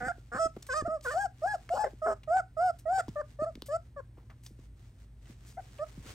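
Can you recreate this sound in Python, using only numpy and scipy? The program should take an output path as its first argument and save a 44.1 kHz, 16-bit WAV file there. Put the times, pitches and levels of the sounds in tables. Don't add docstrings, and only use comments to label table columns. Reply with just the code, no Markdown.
import sys
import numpy as np
from scipy import signal
from scipy.fft import rfft, irfft, next_fast_len
from scipy.io import wavfile
from scipy.ndimage import uniform_filter1d

SR = 44100
rng = np.random.default_rng(int(sys.argv[2]) if len(sys.argv) > 2 else 0)


def master_out(mix):
    frames = np.transpose(np.atleast_2d(mix))
    ceiling = np.clip(frames, -1, 1)
    pcm = np.round(ceiling * 32767).astype(np.int16)
    wavfile.write(sys.argv[1], SR, pcm)


N = 270763
CUTOFF_HZ = 15900


def yelp(row, lead_s=0.005, attack_s=0.012, edge_attack_s=0.017, release_s=0.014):
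    # f/Hz, gain/dB
    chest_shape = [(120, -45.5), (250, -11), (400, -7), (600, 1), (850, -1), (960, -18), (1100, -16.5),
                   (1400, -100)]
    mouth_shape = [(700, -74.5), (880, -42.5), (1000, -0.5), (1250, 5.5), (1500, 2.5), (1730, -3.5),
                   (1900, -22.5), (2200, -23), (2600, -47.5), (3500, -96)]
    edge_shape = [(1700, -67.5), (2400, -4.5), (3100, -2), (3900, -8.5), (4600, 2.5), (5200, 4.5),
                  (5900, -2), (6600, -2.5), (7400, 6.5), (8500, 2.5), (9500, -17), (11500, -6.5),
                  (13500, -30), (15500, -9)]
    # f/Hz, chest/dB, mouth/dB, pan/dB
    notes = [(513, -3.5, 1, 13.5), (560.0, -3.0, -3.0, -2.5), (649, 0.35, 1.54, -11), (657, 2, 1.7, -5),
             (713, 3, 1.8, -1.5), (760, 4.5, -4, -2), (755.0, 1.5, -2, 0.3), (790.0, -1.6, -2.5, -0.6),
             (814, -7, 9, 4.7)]
    start_s, length_s, turn_s, *pitches_hz = row[:6]
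    chest_db, mouth_db, mouth_swell_db, edge_db, edge_swell_db, pan_db, jaw = row[6:]
    t = np.arange(-lead_s, length_s + release_s / 2, 1 / SR)
    hz = pitch_arch(t, length_s, turn_s, *pitches_hz)
    note_hz, *favour = np.transpose(notes)
    note_chest_db, note_mouth_db, note_pan_db = (np.interp(hz, note_hz, column) for column in favour)
    along = np.clip(t / length_s, 0, 1) - 0.5
    ends = (2 * along) ** 2
    chest_db = chest_db + note_chest_db - 4 * ends + 0.17 * mouth_swell_db * along
    mouth_db = mouth_db + note_mouth_db - 3 * ends + mouth_swell_db * along
    edge_db = edge_db - 5 * ends + edge_swell_db * along
    slack = np.clip((chest_db - edge_db - 20) / 12, 0, 1)
    source = vocal_folds(start_s + t, hz, slack)
    cavity = [(f * jaw, db) for f, db in mouth_shape]

    def register(drive, shape, db, rise_s, tremble_db=1.03, tremble_hz=40):
        ring = colour(drive, shape)
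        power = uniform_filter1d(uniform_filter1d(ring ** 2, size=500), size=500)
        ramp = np.clip(np.minimum((t - t[0]) / rise_s, (t[-1] - t) / release_s), 0, 1)
        gain = amp(db + tremble_db * wobble(len(t), tremble_hz)) * np.sin(np.pi / 2 * ramp) ** 2
        return gain * ring / np.sqrt(abs(power) + 1e-12)

    chest = panned(register(source, chest_shape, chest_db, attack_s), pan_db + note_pan_db)
    mouth = panned(register(source, cavity, mouth_db, attack_s), -1.6)
    edge = panned(register(bounce(source), edge_shape, edge_db, edge_attack_s), 2)
    return start_s - lead_s, chest + mouth + edge


def pitch_arch(t, length_s, turn_s, start_hz, turn_hz, end_hz, flick=0.13, flick_s=0.00792):
    early = np.clip(1 - t / turn_s, 0, 1) ** 1.7
    late = np.clip((t - turn_s) / max(length_s - turn_s, 1e-3), 0, 1) ** 3
    hz = turn_hz + (start_hz - turn_hz) * early + (end_hz - turn_hz) * late
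    return hz * (1 + flick * np.exp(-np.maximum(t, 0) / flick_s))


def vocal_folds(t, hz, slack, shimmer=0.48, corner_harmonic=19):
    # from/s, to/s, second oscillation/pitch, depth, roughness (0-1)
    cracks = [(-.01, 0.082, 0.333, 1.03, 0.11), (0.304, 0.384, .5, 0.76, 0.5),
              (1.047, 1.076, .5, 0.091, 0.32), (1.105, 1.154, 0.38, 0.07, 0.23),
              (1.736, 1.779, .73, 1.03, 0.6), (1.766, 1.824, 0.78, 0.088, 0.16),
              (1.838, 1.886, .74, 0.57, 0.6), (2.058, 2.16, 0.63, 0.55, 0.56),
              (2.98, 3.01, 0.27, 0.055, 0.42), (3.992, 4.03, .5, 0.04, .3), (5.545, 5.615, .5, 0.036, 0.35)]
    gates = [np.clip(np.minimum(t - from_s, to_s - t) / 0.002 + 0.5, 0, 1) for from_s, to_s, *_ in cracks]
    rough = sum(gate * row[4] for gate, row in zip(gates, cracks))
    rough = rough + 0.05 * np.clip((hz - 640) / 140, 0, 1)
    jitter = 0.002 + 0.076 * rough
    rough = rough + 0.1 * slack
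    phase = 2 * np.pi * np.cumsum(hz * (1 + jitter * wobble(len(t), 220))) / SR
    pulses = unit(sum(np.cos(k * phase) * (k * hz < CUTOFF_HZ) / (1 + (k / corner_harmonic) ** 8)
                      for k in range(1, 30)))
    strength = 1 + shimmer * rough * wobble(len(t), 340)
    undertone = 0
    for gate, (_, _, ratio, depth, _) in zip(gates, cracks):
        angle = ratio * phase
        strength += gate * depth * np.cos(angle)
        undertone += gate * depth * (0.41 * np.cos(angle) + 0.038 * np.cos(2 * angle))
    puffs = (1 + 0.75 * np.cos(phase)) * rng.standard_normal(len(t))
    breath = colour(puffs, [(600, -16), (1500, -10), (2500, 7), (4000, 9), (8000, 7)])
    return pulses * strength + undertone + (0.1 + rough) * breath


def bounce(x, gain=0.87, longest_s=0.004):
    delays = (rng.uniform(0.18, 1, size=4) * longest_s * SR).astype(int)
    return x + gain * sum(np.pad(x, (d, 0))[:len(x)] for d in delays)


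def paw(db, hz, t60_s, sag=0.62, sag_s=0.00985, rise_s=0.0025, gain_db=8):
    t = np.arange(SR // 5) / SR
    cycles = np.cumsum(hz * (1 - sag + 2 * sag * np.exp(-t / sag_s))) / SR
    thud = np.sin(2 * np.pi * cycles) + 0.4 * wobble(len(t), 290)
    envelope = amp(db + gain_db - 60 * t / t60_s) * (1 - np.exp(-t / rise_s))
    return panned(envelope * thud, 0)


def claw_or_snout(db, decay_s, hz, rise_s=0.000067, gain_db=4, grain_db=4):
    t = np.arange(SR // 6) / SR
    noise = rng.standard_normal(len(t)) * amp(grain_db * np.minimum(wobble(len(t), 1200), 2))
    band = unit(colour(noise, [(hz / 14, -12), (hz / 2, -5), (hz, 0), (hz * 2.04, -14), (hz * 8, -32)]))
    envelope = amp(db + gain_db) * np.exp(-t / decay_s) * (1 - np.exp(-t / (rise_s + decay_s / 4)))
    return panned(envelope * band, 1)


def bedding(gain_db=-2, restless_db=-79, patchy_db=3.5, grain_db=3.8, grains_per_s=2500):
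    # f/Hz, level/dB
    fur = [(150, -2.5), (350, 4), (800, -1), (2000, -1.5), (4500, -6), (8300, -7), (10000, -15),
           (15500, -17.5)]
    # peak t/s, half length/s, relative level/dB
    shuffles = [(.02, 0.068, -56), (0.652, 1, -67), (1.773, 0.13, -61), (3.16, 0.36, -68),
                (3.651, 0.17, -70), (4.625, 0.032, -63.5), (4.85, 0.054, -68.5), (4.986, 0.068, -66),
                (5.315, 0.062, -60.5), (5.474, 0.058, -66), (5.651, 0.037, -64), (5.895, 0.14, -61.5),
                (5.98, 0.029, -58), (6.081, 0.041, -51)]
    t = np.arange(N) / SR
    grains = (rng.random((3, N)) < grains_per_s / SR) * rng.choice([-1, 1], (3, N))
    grains = grains * amp(grain_db * np.minimum(rng.exponential(1, (3, N)), 5))
    rustle = unit(colour(grains[0] + 1.3 * grains[1:], fur))
    power = sum(amp(db) ** 2 * np.exp(-((t - peak_s) / half_s) ** 2) for peak_s, half_s, db in shuffles)
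    power += amp(restless_db) ** 2
    return rustle * np.sqrt(power) * amp(gain_db + patchy_db * wobble(N, 9.2))


def room(x, wet_db=-15, first_s=0.0015, taps_per_s=3000):
    # f/Hz, t60/s
    decay = [(100, .17), (600, .16), (1500, .19), (5000, .2), (15000, .15)]
    size = SR // 2
    taps = rng.standard_normal((3, size)) * (rng.random((3, size)) < taps_per_s / SR)
    taps = (taps[0] + 0.55 * taps[1:]) * (np.arange(size) > first_s * SR)
    hz, t, bands = signal.stft(taps, SR, nperseg=256)
    tail = signal.istft(bands * amp(-60 * t / read(decay, hz)[:, None]), SR, nperseg=256)[1]
    return amp(wet_db) * signal.fftconvolve(x, tail / np.linalg.norm(tail[0]), axes=1)[:, :N]


def house(rumble_db=-56, waver=0.1):
    # f/Hz, level/dB
    air = [(15, -51), (30, -26.5), (50, 0.5), (80, -1), (115, 0.5), (170, -13.5), (255, -14.5),
           (450, -27.5), (1000, -36.5), (1700, -37.5), (7000, -49.5), (8400, -43.5), (15500, -55)]
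    # f/Hz, level/dB
    tones = [(53.8, -57), (119, -59.5)]
    t = np.arange(N) / SR
    noise = rng.standard_normal((3, N))
    rumble = amp(rumble_db) * unit(colour(noise[0] + 0.082 * noise[1:], air))
    hum = 0
    for hz, db in tones:
        tone = np.sin(2 * np.pi * hz * t + 0.5 * wobble(N, 9.8))
        hum += amp(db) * unit(tone * (1 + waver * wobble(N, 24)))
    return rumble + hum


def amp(db):
    return 10 ** (np.asarray(db) / 20)


def unit(x):
    return x / np.sqrt(np.mean(x ** 2) + 1e-20)


def read(points, hz):
    f, value = np.transpose(points)
    return np.interp(np.log(hz + 1), np.log(f + 1), value)


def colour(x, spectrum):
    size = 2 * next_fast_len(x.shape[-1] // 2 + 1024)
    log_gain = np.log(amp(read(spectrum, abs(np.fft.fftfreq(size, 1 / SR)))))
    response = np.exp(np.conj(signal.hilbert(log_gain)))[:size // 2 + 1]
    return irfft(rfft(x, size) * response, size)[..., :x.shape[-1]]


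def wobble(size, hz):
    padded = next_fast_len(size + 4096)
    lowpass = np.exp(-(np.fft.rfftfreq(padded, 1 / SR) / hz) ** 2)
    return unit(irfft(rfft(rng.standard_normal(padded)) * lowpass, padded))[:size]


def panned(x, db):
    left = amp(db) * np.ones(len(x))
    return x * np.array([left, np.ones(len(x))]) * np.sqrt(2 / (1 + left ** 2))


def add(mix, start_s, sound):
    part = mix[:, max(round(start_s * SR), 0):][:, :sound.shape[1]]
    part += sound[:, :part.shape[1]]


def scene():
    # t/s, length/s, time to turn/s, start f/Hz, turn f/Hz, end f/Hz,
    # chest/dB, mouth/dB, mouth swell/dB, edge/dB, edge swell/dB, pan/dB, jaw (factor on mouth resonance)
    yelps = [(0.0, 0.086, 0.089, 682.4, 795, 800, -41, -36.5, 3, -59, 23, -3, 1.19),
             (0.079, 0.041, 0.021, 674, 690, 820, -37.5, -35, -10, -56.5, -13, -4, 1.126),
             (0.318, 0.074, 0.044, 430.6, 524, 760, -38, -37, 6.5, -55, 11, -8.5, 1.042),
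             (0.389, 0.085, 0.02, 569, 653, 650, -30, -33, 0.5, -46, -2, 1.5, 1.0),
             (0.69, 0.056, 0.019, 496, 496, 650, -38, -33.5, 6.5, -49, 11, 0.5, 1.053),
             (0.742, 0.078, 0.036, 539, 631, 550, -35, -31.5, -3.5, -46, -4, -13, 1.02),
             (0.85, 0.032, 0.017, 551, 682, 480, -34, -44, -2, -64, 8, 2, 1.064),
             (0.881, 0.098, 0.044, 565, 648, 550, -33, -42.5, -8.5, -65, -1, 5.5, 0.95),
             (1.049, 0.065, 0.029, 525, 485, 620, -37, -35, 1, -54, 5, -6.5, 1.033),
             (1.109, 0.035, 0.0227, 544, 580, 730, -36.5, -35.5, -8, -48.5, -2, 0, 1.09),
             (1.137, 0.13, 0.079, 564.3, 816, 670, -30, -43, 3.5, -52.5, 2.5, 7, 1.01),
             (1.421, 0.14, 0.078, 540.5, 847, 580, -29.5, -45, 1.5, -55.5, 8, 5.5, 1.02),
             (1.703, 0.089, 0.064, 593.5, 813, 760, -29, -49, 16, -54, 3.5, 4, 0.84),
             (1.771, 0.078, 0.032, 765, 856, 787, -21.5, -54.5, 11.5, -52, 4, 4.5, 0.94),
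             (1.837, 0.044, 0.04, 660, 512, 480, -30.5, -44.5, -10, -60, -15.5, 0.5, 1.2),
             (2.02, 0.12, 0.05, 571.4, 662, 610, -30.5, -37.5, -1, -57, 8.5, 5, 0.99),
             (2.277, 0.13, 0.094, 561.4, 760, 640, -28, -38, 17.5, -57, 17.5, 2.5, 1.024),
             (2.57, 0.14, 0.075, 572, 738, 635, -27.5, -40, 1, -57, 11, 1.5, .99),
             (2.857, 0.153, 0.09, 573.4, 771, 650, -29.5, -42.5, 20, -56.5, 32.5, 3, 1.11),
             (3.159, 0.058, 0.042, 546, 602, 465, -29, -38.5, 2.5, -67.5, 18, 9, 1.014),
             (3.391, 0.059, 0.039, 521, 637, 550, -29.5, -41, 6, -61.5, 15, 6.5, 1),
             (3.453, 0.056, 0.019, 516, 663, 555, -37.5, -51.5, -15, -71, -6, 6, 0.95),
             (3.687, 0.082, 0.085, 511, 676, 530, -30.5, -42, 14, -56.5, 12.5, 8, 1.016),
             (3.965, 0.042, 0.011, 520, 556, 463, -37.5, -45.5, -8, -72.5, 4, 8, 0.99),
             (5.572, 0.035, 0.019, 624, 753, 610, -42, -56, -2, -81, 1, 5, 1.22),
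             (5.792, 0.05, 0.051, 523.4, 645, 460, -31, -44, 6.5, -65.5, 11, 3, 1)]
    # t/s, relative level/dB, mid-sag f/Hz, t60/s
    paws = [(0.02, -42.5, 208, 0.077), (0.066, -41, 206, 0.094), (0.347, -36, 200, 0.044),
            (0.182, -41, 270, 0.014), (0.456, -35.5, 283.5, 0.036), (0.567, -30, 300, 0.022),
            (0.823, -22, 254, 0.011), (.834, -30.5, 138, 0.028), (0.875, -37.5, 302, 0.064),
            (1.933, -43, 277, 0.027), (3.083, -36, 230, 0.086), (3.42, -27.5, 273, 0.015),
            (3.555, -44.5, 244, 0.039), (3.575, -41, 219, 0.032), (3.623, -33, 235, 0.015),
            (4.179, -50.5, 291, 0.048), (4.507, -57, 302, 0.11), (4.591, -46, 228, 0.03),
            (5.296, -51, 247, 0.17), (5.975, -45, 211, 0.15), (6.055, -54, 266, 0.35)]
    # t/s, relative level/dB, decay/s, peak f/Hz
    small_noises = [(0.564, -45, 0.0057, 800), (0.624, -43, 0.0041, 6900), (0.665, -50.5, 0.011, 9050),
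                    (1.01, -50.5, 0.0017, 6140), (1.022, -52, 0.088, 8200), (1.691, -36, 0.002, 1900),
                    (2.233, -50.5, 0.0053, 2900), (2.786, -53, 0.012, 8960), (3.082, -35, 0.0012, 1100),
                    (3.087, -51, 0.0035, 4800), (3.554, -40, 0.0013, 3170), (3.621, -30.5, 0.00072, 3200),
                    (3.658, -49.5, 0.015, 9720), (4.17, -61, 0.031, 863), (4.297, -53, 0.014, 1280),
                    (4.429, -59.5, 0.038, 9050), (4.461, -48.5, 0.0073, 6160), (5.256, -57.5, 0.0032, 2900),
                    (5.269, -59.5, 0.0044, 1620), (5.459, -59, 0.051, 7500), (5.783, -53.5, 0.0076, 2470),
                    (6.057, -57, 0.0058, 1590)]
    puppies = np.zeros((2, N))
    for row in yelps:
        add(puppies, *yelp(row))
    for start_s, *blow in paws:
        add(puppies, start_s, paw(*blow))
    for start_s, *burst in small_noises:
        add(puppies, start_s, claw_or_snout(*burst))
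    return puppies + room(puppies) + bedding() + house()


def record(dry):
    # f/Hz, left lead/rad
    stereo_phase = [(0, 0), (860, 0), (1250, -1.3), (1700, -1), (2300, .9), (3000, 1.2), (4800, 1.1),
                    (6300, .6), (7900, 1.5), (9200, -1.2), (10300, -3.1), (13900, -9.4), (15500, -12.5)]
    size = next_fast_len(N + 4096)
    lead_rad = np.interp(np.fft.rfftfreq(size, 1 / SR), *np.transpose(stereo_phase))
    widened = irfft(rfft(dry, size) * np.exp(0.5j * np.array([lead_rad, -lead_rad])), size)[:, :N]
    lowpass = signal.firwin(255, CUTOFF_HZ, window=("kaiser", 8), fs=SR)
    return signal.oaconvolve(widened, lowpass[None], "same")


dry = scene()
out = record(dry)
master_out(out)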